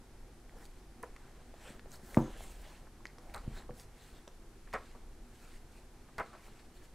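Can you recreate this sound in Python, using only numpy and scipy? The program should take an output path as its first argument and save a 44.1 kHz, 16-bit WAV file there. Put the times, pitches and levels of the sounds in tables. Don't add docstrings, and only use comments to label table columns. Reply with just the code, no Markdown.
import sys
import numpy as np
from scipy import signal
from scipy.fft import rfft, irfft
from scipy.io import wavfile
from scipy.ndimage import uniform_filter1d

SR = 44100
rng = np.random.default_rng(int(sys.argv[2]) if len(sys.argv) > 2 else 0)


def waveform_to_disk(signal):
    frames = np.transpose(np.atleast_2d(signal))
    scaled = np.clip(frames, -1, 1) * 32767
    samples = np.round(scaled).astype(np.int16)
    wavfile.write(sys.argv[1], SR, samples)


N = 306054

# peak t/s, swell/s, fade/s, level/dB, swish offset/dB, fizz offset/dB
STROKES = [(.61, 0.072, 0.043, -76, 17, 6), (.64, 0.027, 0.02, -75, -2, 12), (.78, 0.11, .05, -73.5, 0, -7),
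           (1.22, 0.2, 0.5, -73.5, 5.5, -9), (1.49, 0.094, 0.21, -78, -4, -4),
           (1.675, 0.086, 0.077, -59, 1, -7), (1.948, 0.047, 0.022, -67, 8, 10),
           (2.12, 0.099, 0.12, -68, 7, 8.5), (2.24, 0.17, 0.14, -68, 12, -10),
           (2.45, 0.15, 0.21, -63.5, -0.5, 2.5), (2.65, 0.035, 0.049, -68, 9.5, -10),
           (2.72, 0.1, 0.089, -64, 1, -5), (3.29, 0.095, 0.12, -77, 11.5, 4),
           (3.44, 0.14, 0.16, -69, 3.5, -10), (3.575, 0.062, 0.045, -60.5, 5.5, -6),
           (3.804, 0.042, 0.035, -64, -2, 5), (4.03, 0.079, 0.16, -64.5, -4.5, -3.5),
           (4.17, 0.06, 0.036, -68, 0.5, -14), (4.88, 0.22, 0.12, -66.5, -3.5, -12),
           (5.43, 0.12, 0.14, -67, -7, -2.5), (5.53, 0.071, 0.077, -66, -4, -8),
           (5.78, 0.077, 0.042, -70.5, 2, 0), (6.34, 0.23, 0.27, -67, 0.5, -18),
           (6.475, 0.066, 0.021, -65.5, 2, -2), (6.58, 0.075, 0.075, -67, -5, -12),
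           (6.77, .025, 0.022, -67.5, -14, -2), (6.84, 0.059, 0.045, -69, -1, -4)]
# f/Hz, level/dB
SWISH_SPECTRUM = [(150, -0.5), (400, 0.5), (720, 3), (1100, -2.5), (1700, -3), (2400, -14), (3500, -20),
                  (8000, -40)]
RUB_SPECTRUM = [(800, -11), (1800, 4.5), (2300, 2.5), (3000, -0.5), (3600, -2), (4200, 0), (4800, -5),
                (6500, -9), (7800, -4), (10000, -14.5), (16000, -34)]
FIZZ_SPECTRUM = [(1500, -33), (4000, -4), (6000, -4), (8000, -1), (10500, -5), (15500, -9.5)]
# t/s, level/dB, ring f/Hz, crack offset/dB, crack low-pass f/Hz
SNAPS = [(0.495, -47.5, 1980, -18, 6000), (0.654, -48.5, 4460, 3.5, 13000), (0.6605, -54, 4900, 4, 12000),
         (1.029, -40.5, 10500, -2.5, 16000), (1.0342, -43, 920, -5, 4500), (1.0425, -49, 7350, -8, 11000),
         (1.164, -42, 1930, -1, 8460), (1.5407, -39.5, 645, -7, 4000), (1.795, -43.5, 1770, 4.5, 4600),
         (1.859, -39.5, 570, -7, 3000), (1.918, -40, 6500, -16, 13000), (1.932, -50, 8800, 2.5, 14000),
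         (1.958, -45, 5300, -2, 13000), (2.1453, -30.5, 2050, -8, 7500), (2.146, -46, 10500, -6, 14000),
         (2.153, -41.5, 9000, -7, 15000), (2.1754, -37, 2440, 0.5, 7000), (2.407, -35.5, 716, -20, 3000),
         (2.764, -51, 3700, -3, 7000), (2.8708, -45.5, 1050, -13, 3500), (3.0065, -47.5, 1100, -5, 3500),
         (3.0549, -28.5, 2000, -13, 7540), (3.0548, -48.5, 6600, -7, 8000), (3.0691, -40, 4730, -14, 9000),
         (3.184, -42, 1170, 1, 5500), (3.1848, -49, 4840, -8, 8500), (3.298, -47, 2250, -12, 4000),
         (3.3404, -39, 2320, -0.5, 13000), (3.3459, -35, 4120, -8, 13900), (3.3464, -37, 8700, -18, 13000),
         (3.3615, -43, 8500, -1, 14000), (3.379, -47.5, 4100, 3, 9000), (3.623, -46, 1800, -5, 4500),
         (3.708, -45, 1760, -5, 3000), (3.798, -43.5, 5500, 2, 12600), (4.2782, -39, 525, -17, 9000),
         (4.2776, -42.5, 3600, -4, 9000), (4.279, -42, 5830, -19, 9000), (4.6755, -46, 1650, -12, 3500),
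         (4.689, -51, 1940, -14, 3500), (4.7296, -36, 1880, -5, 7500), (4.735, -45, 4770, 2.5, 13000),
         (4.739, -39.5, 5000, -3, 11000), (4.7425, -28.5, 2070, -19, 5000), (6.093, -49, 1250, -14, 3000),
         (6.182, -41.5, 4700, 2.5, 13000), (6.1854, -41.5, 4400, -3, 12000), (6.197, -48, 4700, 5.5, 11500)]
# t/s, level/dB, swell/s, hold/s, low-pass f/Hz, hollow f/Hz
FLAPS = [(1.031, -40.5, 0.0021, 0.0017, 1600, 1426), (1.162, -56.5, 0.00077, .001, 2600, 690),
         (2.171, -38.5, 0.0014, 0.015, 720, 1196), (2.869, -58, 0.00059, 0.00092, 1700, 1080),
         (2.999, -68, 0.0006, 0.00081, 1500, 910), (3.342, -46, 0.0015, 0.028, 2210, 1235),
         (4.274, -55, .001, .001, 1590, 1280), (4.673, -64.5, 0.00083, 0.0091, 3200, 1780),
         (4.734, -36.5, 0.0027, 0.018, 4200, 1287), (4.7573, -42, 0.0027, 0.0043, 2190, 1070),
         (4.946, -55.5, 0.0029, 0.0078, 1180, 955), (6.083, -62.5, 0.0045, 0.0053, 2000, 1250),
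         (6.181, -37.5, 0.0021, 0.0088, 2900, 1454), (6.1976, -35, 0.0028, 0.0095, 2380, 797),
         (6.327, -54.5, 0.01, 0.0055, 2000, 1344), (6.345, -55, .006, .006, 1200, 658),
         (6.478, -59.5, 0.0039, 0.005, 1700, 1195)]
# f/Hz, level/dB
FLAP_SPECTRUM = [(40, -1), (90, 0.5), (170, -9), (360, -4), (460, 4), (545, 1), (640, 5.5), (830, 2),
                 (1200, 5), (1550, 1.5), (2150, -2.5), (2900, -15.5), (4500, -23), (9000, -10.5),
                 (16000, -41)]
# peak t/s, swell/s, fade/s, level/dB, resonance f/Hz, glide/(oct/s), width factor
SCRAPES = [(1.667, 0.03, 0.044, -61, 2850, -.5, 1.5), (1.68, .04, 0.047, -65, 8400, -.4, .8),
           (1.69, 0.04, 0.041, -64, 1610, -1, 1.7), (1.94, .018, 0.019, -61.5, 4330, -0.097, 0.92),
           (2.09, 0.038, 0.064, -68, 13800, 0, 1.2), (2.147, .03, 0.015, -67, 9800, 0, 1.8),
           (2.215, 0.025, 0.068, -64, 6570, -0.1, 0.51), (2.365, 0.03, .02, -63, 1640, 0, 0.9),
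           (2.41, .045, .05, -65, 10700, -.6, 1), (2.42, 0.22, .15, -65.5, 3170, -.8, 1.5),
           (2.48, 0.066, 0.05, -66, 7840, 0, 1.5), (2.66, 0.033, 0.046, -67, 3240, .8, 1.3),
           (3.29, 0.066, .05, -63, 720, 0, 1.6), (3.578, 0.016, 0.023, -60.5, 4040, 0.091, 0.76),
           (4.018, .03, .045, -67.5, 3880, 0.69, 1), (4.168, .025, 0.029, -70, 3580, 0, .8),
           (5.451, 0.043, 0.089, -68, 1500, -0.059, 1.5), (5.76, .035, .045, -71, 2550, 0, 1),
           (6.305, 0.036, 0.045, -64, 1330, -0.17, 1)]
# frequency ratio, level/dB
SCRAPE_RESONANCE = [(.6, -42), (.9, -3), (1, -3.5), (1.1, -6.5), (1.5, -54)]
# t/s, level/dB, high-pass f/Hz, low-pass f/Hz
THUMPS = [(1.705, -42, 170, 420), (2.033, -43, 190, 320), (2.171, -14, 417, 1030), (2.1735, -12, 121, 328),
          (2.1843, -27.5, 151, 1290), (2.2044, -26, 200, 600), (2.217, -32, 130, 600),
          (2.2322, -39, 130, 380), (3.4772, -28.5, 45, 174), (3.704, -38.5, 80, 222),
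          (4.7427, -40, 150, 420)]
# f/Hz, level/dB, T60/s
DESK_MODES = [(89.5, -21, 0.26), (134.4, -7.5, 0.13), (168, -14.5, 0.1), (237, 0, 0.02), (227, -12.5, 0.16),
              (284, -17, 0.11), (323, -23.5, 0.27), (352, -7, 0.033), (376.6, -20, 0.13),
              (516, -16.5, 0.13), (588, -1.5, 0.012), (865, -4, 0.019), (940, -36, .13), (1166, -31, 0.1)]
# t/s, level/dB
KNOCKS = [(1.0325, -45), (3.183, -57), (3.6923, -39)]
# f/Hz, level/dB, T60/s
BOOK_MODES = [(337, -1, 0.04), (493, 2, 0.073), (568, -5, 0.086), (750, 6, 0.016), (1110, -3, .025)]
# f/Hz, T60/s
ROOM_T60 = [(100, 0.079), (330, 0.3), (700, 0.22), (1300, 0.23), (4000, 0.3), (12000, 0.22)]
# t/s, level/dB
RUMBLE_LEVEL = [(0, -54.5), (1.3, -54.5), (2.0, -53), (2.4, -48), (3.1, -56), (3.55, -46.5), (4.0, -57.5),
                (5.1, -52.5), (6.2, -57), (6.94, -55.5)]
ROOM_TONE_LEVEL = [(0, -59.5), (1.0, -60.5), (2.0, -60), (2.7, -62.5), (3.4, -58), (4.1, -61), (4.9, -61),
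                   (5.501, -61), (6.94, -61.5)]
# f/Hz, level/dB
RUMBLE_SPECTRUM = [(10, -1), (22, 5), (45, -0.5), (70, -10), (110, -27.5), (200, -18.5), (500, -62)]
ROOM_TONE_SPECTRUM = [(30, 0), (100, 3), (140, 3), (180, -5.5), (245, 4.5), (280, -3), (355, 2), (425, -4),
                      (490, -5), (590, -10), (750, -7), (1100, -14), (1800, -18.5), (2300, -22.5),
                      (5000, -62)]
HISS_MID_SPECTRUM = [(300, 0.5), (1500, 4.5), (3000, 0), (5000, -1), (9000, -3), (12700, -6.5),
                     (13800, -20), (16000, -19)]
HISS_SIDE_SPECTRUM = [(15, -27), (25, -4), (183, -6.5), (368, -8.5), (523, -9), (1080, -13), (7700, -14.5),
                      (12500, -17), (14300, -23), (15500, -20.5)]


def sliding(swish_db=0.65, rub_db=-1.0, fizz_db=-1.7):
    power = np.zeros((3, N))
    for peak_s, swell_s, fade_s, db, swish_offset_db, fizz_offset_db in STROKES:
        band_gains = amp([[swish_db + swish_offset_db], [rub_db], [fizz_db + fizz_offset_db]])
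        power += (band_gains * stroke(peak_s, swell_s, fade_s, db)) ** 2
    swish, rub, fizz = np.sqrt(power)
    return (swish * friction(SWISH_SPECTRUM) + rub * friction(RUB_SPECTRUM)
            + fizz * friction(FIZZ_SPECTRUM))


def stroke(peak_s, swell_s, fade_s, db, drop_db=9, roundness=1.55):
    t = np.arange(N) / SR - peak_s
    distance = np.minimum(np.maximum(-t / swell_s, t / fade_s), 4)
    return amp(db - drop_db * distance ** roundness)


def friction(spectrum, grains_per_s=7000, spread_db=1.5, judder_db=1.5, patchy_db=2.5):
    sizes = amp(spread_db * np.minimum(rng.exponential(1, N), 5))
    clicks = sizes * rng.standard_normal(N) * (rng.random(N) < grains_per_s / SR)
    bands = signal.stft(clicks, nperseg=512)[2]
    patches = uniform_filter1d(rng.standard_normal(bands.shape), size=7, axis=0)
    patches = unit(uniform_filter1d(patches, size=7, axis=1))
    clicks = signal.istft(bands * amp(patchy_db * patches), nperseg=512)[1][:N]
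    return colour(clicks, spectrum) * amp(judder_db * wander(rate_hz=45))


def snaps(ring_t60_s=0.006, ref_hz=2000, crack_t60_s=0.014, crack_db=-6.0):
    out, t = np.zeros(N), np.arange(SR // 20) / SR
    for start_s, db, hz, offset_db, top_hz in SNAPS:
        t60_s = ring_t60_s * (ref_hz / hz) ** 0.42
        ring = -np.sin(2 * np.pi * hz * t) * amp(-60 * t / t60_s)
        crack = lowpass(rng.standard_normal(len(t)), top_hz, order=3)
        crack *= amp(crack_db + offset_db - 60 * t / crack_t60_s)
        add(out, start_s, amp(db) * (ring + crack))
    return out


def flaps(base_t60_s=0.054, dulling_s=0.033, dulling_ratio=0.66, smoothing_s=0.006, hollow_db=-7):
    out, t = np.zeros(N), np.arange(SR // 4) / SR
    for start_s, db, swell_s, hold_s, top_hz, hollow_hz in FLAPS:
        noise = coloured_noise(FLAP_SPECTRUM, len(t))
        bright, dull = lowpass(noise, top_hz), lowpass(noise[::-1], top_hz * dulling_ratio)
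        settled = np.minimum(t / dulling_s, 1)
        flutter = (1 - settled) * bright + settled * dull
        power = abs(uniform_filter1d(flutter ** 2, int(smoothing_s * SR)))
        flutter /= np.sqrt(power + 1e-9)
        hollow = amp(hollow_db) * np.sin(2 * np.pi * hollow_hz * t)
        t60_s = base_t60_s + 2 * hold_s
        envelope = np.minimum(t / swell_s, 1) * amp(-60 * np.maximum(t - swell_s - hold_s, 0) / t60_s)
        add(out, start_s, amp(db) * envelope * (flutter + hollow))
    return out


def scrapes(max_glide_oct=0.5):
    out, t = np.zeros(N), np.arange(N) / SR
    for peak_s, swell_s, fade_s, db, hz, glide_oct_per_s, width in SCRAPES:
        spectrum = [(hz * ratio ** width, level_db) for ratio, level_db in SCRAPE_RESONANCE]
        crackle = friction(spectrum, grains_per_s=1800, spread_db=0.5, judder_db=-0.5, patchy_db=-0.5)
        speed = 2 ** np.clip(glide_oct_per_s * (t - peak_s), -max_glide_oct, max_glide_oct)
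        gliding = np.interp(np.cumsum(speed) % N, np.arange(N), crackle)
        out += stroke(peak_s, swell_s, fade_s, db) * gliding
    return out


def thumps(puff_db=-26, puff_hz=36, puff_t60_s=0.41, puff_rise_s=0.023):
    out, t = np.zeros(N), np.arange(SR // 2) / SR
    ring = ring_modes(DESK_MODES, t)
    puff_envelope = np.minimum(t / puff_rise_s, 1) * amp(puff_db - 60 * t / puff_t60_s)
    puff = puff_envelope * np.sin(2 * np.pi * puff_hz * t)
    for start_s, db, low_hz, high_hz in THUMPS:
        highpass = signal.butter(2, low_hz, "high", fs=SR, output="sos")
        blow = signal.sosfilt(highpass, lowpass(ring, high_hz))
        add(out, start_s, amp(db) * (puff - blow))
    return out


def knocks(rise_s=0.0019):
    out, t = np.zeros(N), np.arange(SR // 4) / SR
    knock = np.minimum(t / rise_s, 1) * ring_modes(BOOK_MODES, t)
    for start_s, db in KNOCKS:
        add(out, start_s, amp(db) * knock)
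    return out


def room(x, wet_db, predelay_s, echoes_per_s=3000):
    taps = rng.standard_normal(SR // 2) * (rng.random(SR // 2) < echoes_per_s / SR)
    taps[:int(predelay_s * SR)] = 0
    hz, t, bands = signal.stft(taps, SR, nperseg=256)
    decay = amp(-60 * t / at_hz(ROOM_T60, hz)[:, None])
    tail = signal.istft(bands * decay, SR, nperseg=256)[1]
    return amp(wet_db) * signal.fftconvolve(x, tail / np.linalg.norm(tail))[:N]


def background(waver_db=1.0, hiss_mid_db=-69, hiss_side_db=-72):
    t = np.arange(N) / SR
    rumble = amp(np.interp(t, *np.transpose(RUMBLE_LEVEL))) * coloured_noise(RUMBLE_SPECTRUM)
    tone_db = np.interp(t, *np.transpose(ROOM_TONE_LEVEL)) + waver_db * wander(rate_hz=11)
    tone = amp(tone_db) * coloured_noise(ROOM_TONE_SPECTRUM)
    mid = amp(hiss_mid_db) * coloured_noise(HISS_MID_SPECTRUM)
    side = amp(hiss_side_db) * coloured_noise(HISS_SIDE_SPECTRUM)
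    return rumble + tone + mid + np.array([side, -side])


def amp(db):
    return 10 ** (np.asarray(db) / 20)


def unit(x):
    return x / np.sqrt(np.mean(x ** 2) + 1e-20)


def at_hz(table, hz):
    table_hz, values = np.transpose(table)
    return np.interp(np.log(hz + 1), np.log(table_hz + 1), values)


def add(mix, start_s, sound):
    part = mix[round(start_s * SR):][:len(sound)]
    part += sound[:len(part)]


def ring_modes(modes, t):
    return sum(amp(db - 60 * t / t60_s) * np.sin(2 * np.pi * hz * t) for hz, db, t60_s in modes)


def colour(x, spectrum):
    gains = amp(at_hz(spectrum, np.fft.rfftfreq(len(x), 1 / SR)))
    return unit(irfft(rfft(x) * gains, len(x)))


def coloured_noise(spectrum, samples=N):
    return colour(rng.standard_normal(samples), spectrum)


def lowpass(x, hz, order=2):
    return signal.sosfilt(signal.butter(order, hz, fs=SR, output="sos"), x)


def wander(rate_hz):
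    passband = np.fft.rfftfreq(N, 1 / SR) < rate_hz
    return unit(irfft(rfft(rng.standard_normal(N)) * passband, N))


def scene():
    desk = thumps() + knocks()
    paper = flaps() + sliding() + scrapes()
    ticks = snaps()
    echoes = (room(desk, wet_db=-10.0, predelay_s=0.015)
              + room(paper, wet_db=-11.0, predelay_s=0.003)
              + room(ticks, wet_db=-10.5, predelay_s=0.0022))
    return desk + paper + ticks + echoes + background()


def record(dry):
    cutoff_hz = 15700
    taps = signal.firwin(511, cutoff_hz, window=("kaiser", 8), fs=SR)
    return signal.oaconvolve(dry, taps[None], "same")


dry = scene()
out = record(dry)
waveform_to_disk(out)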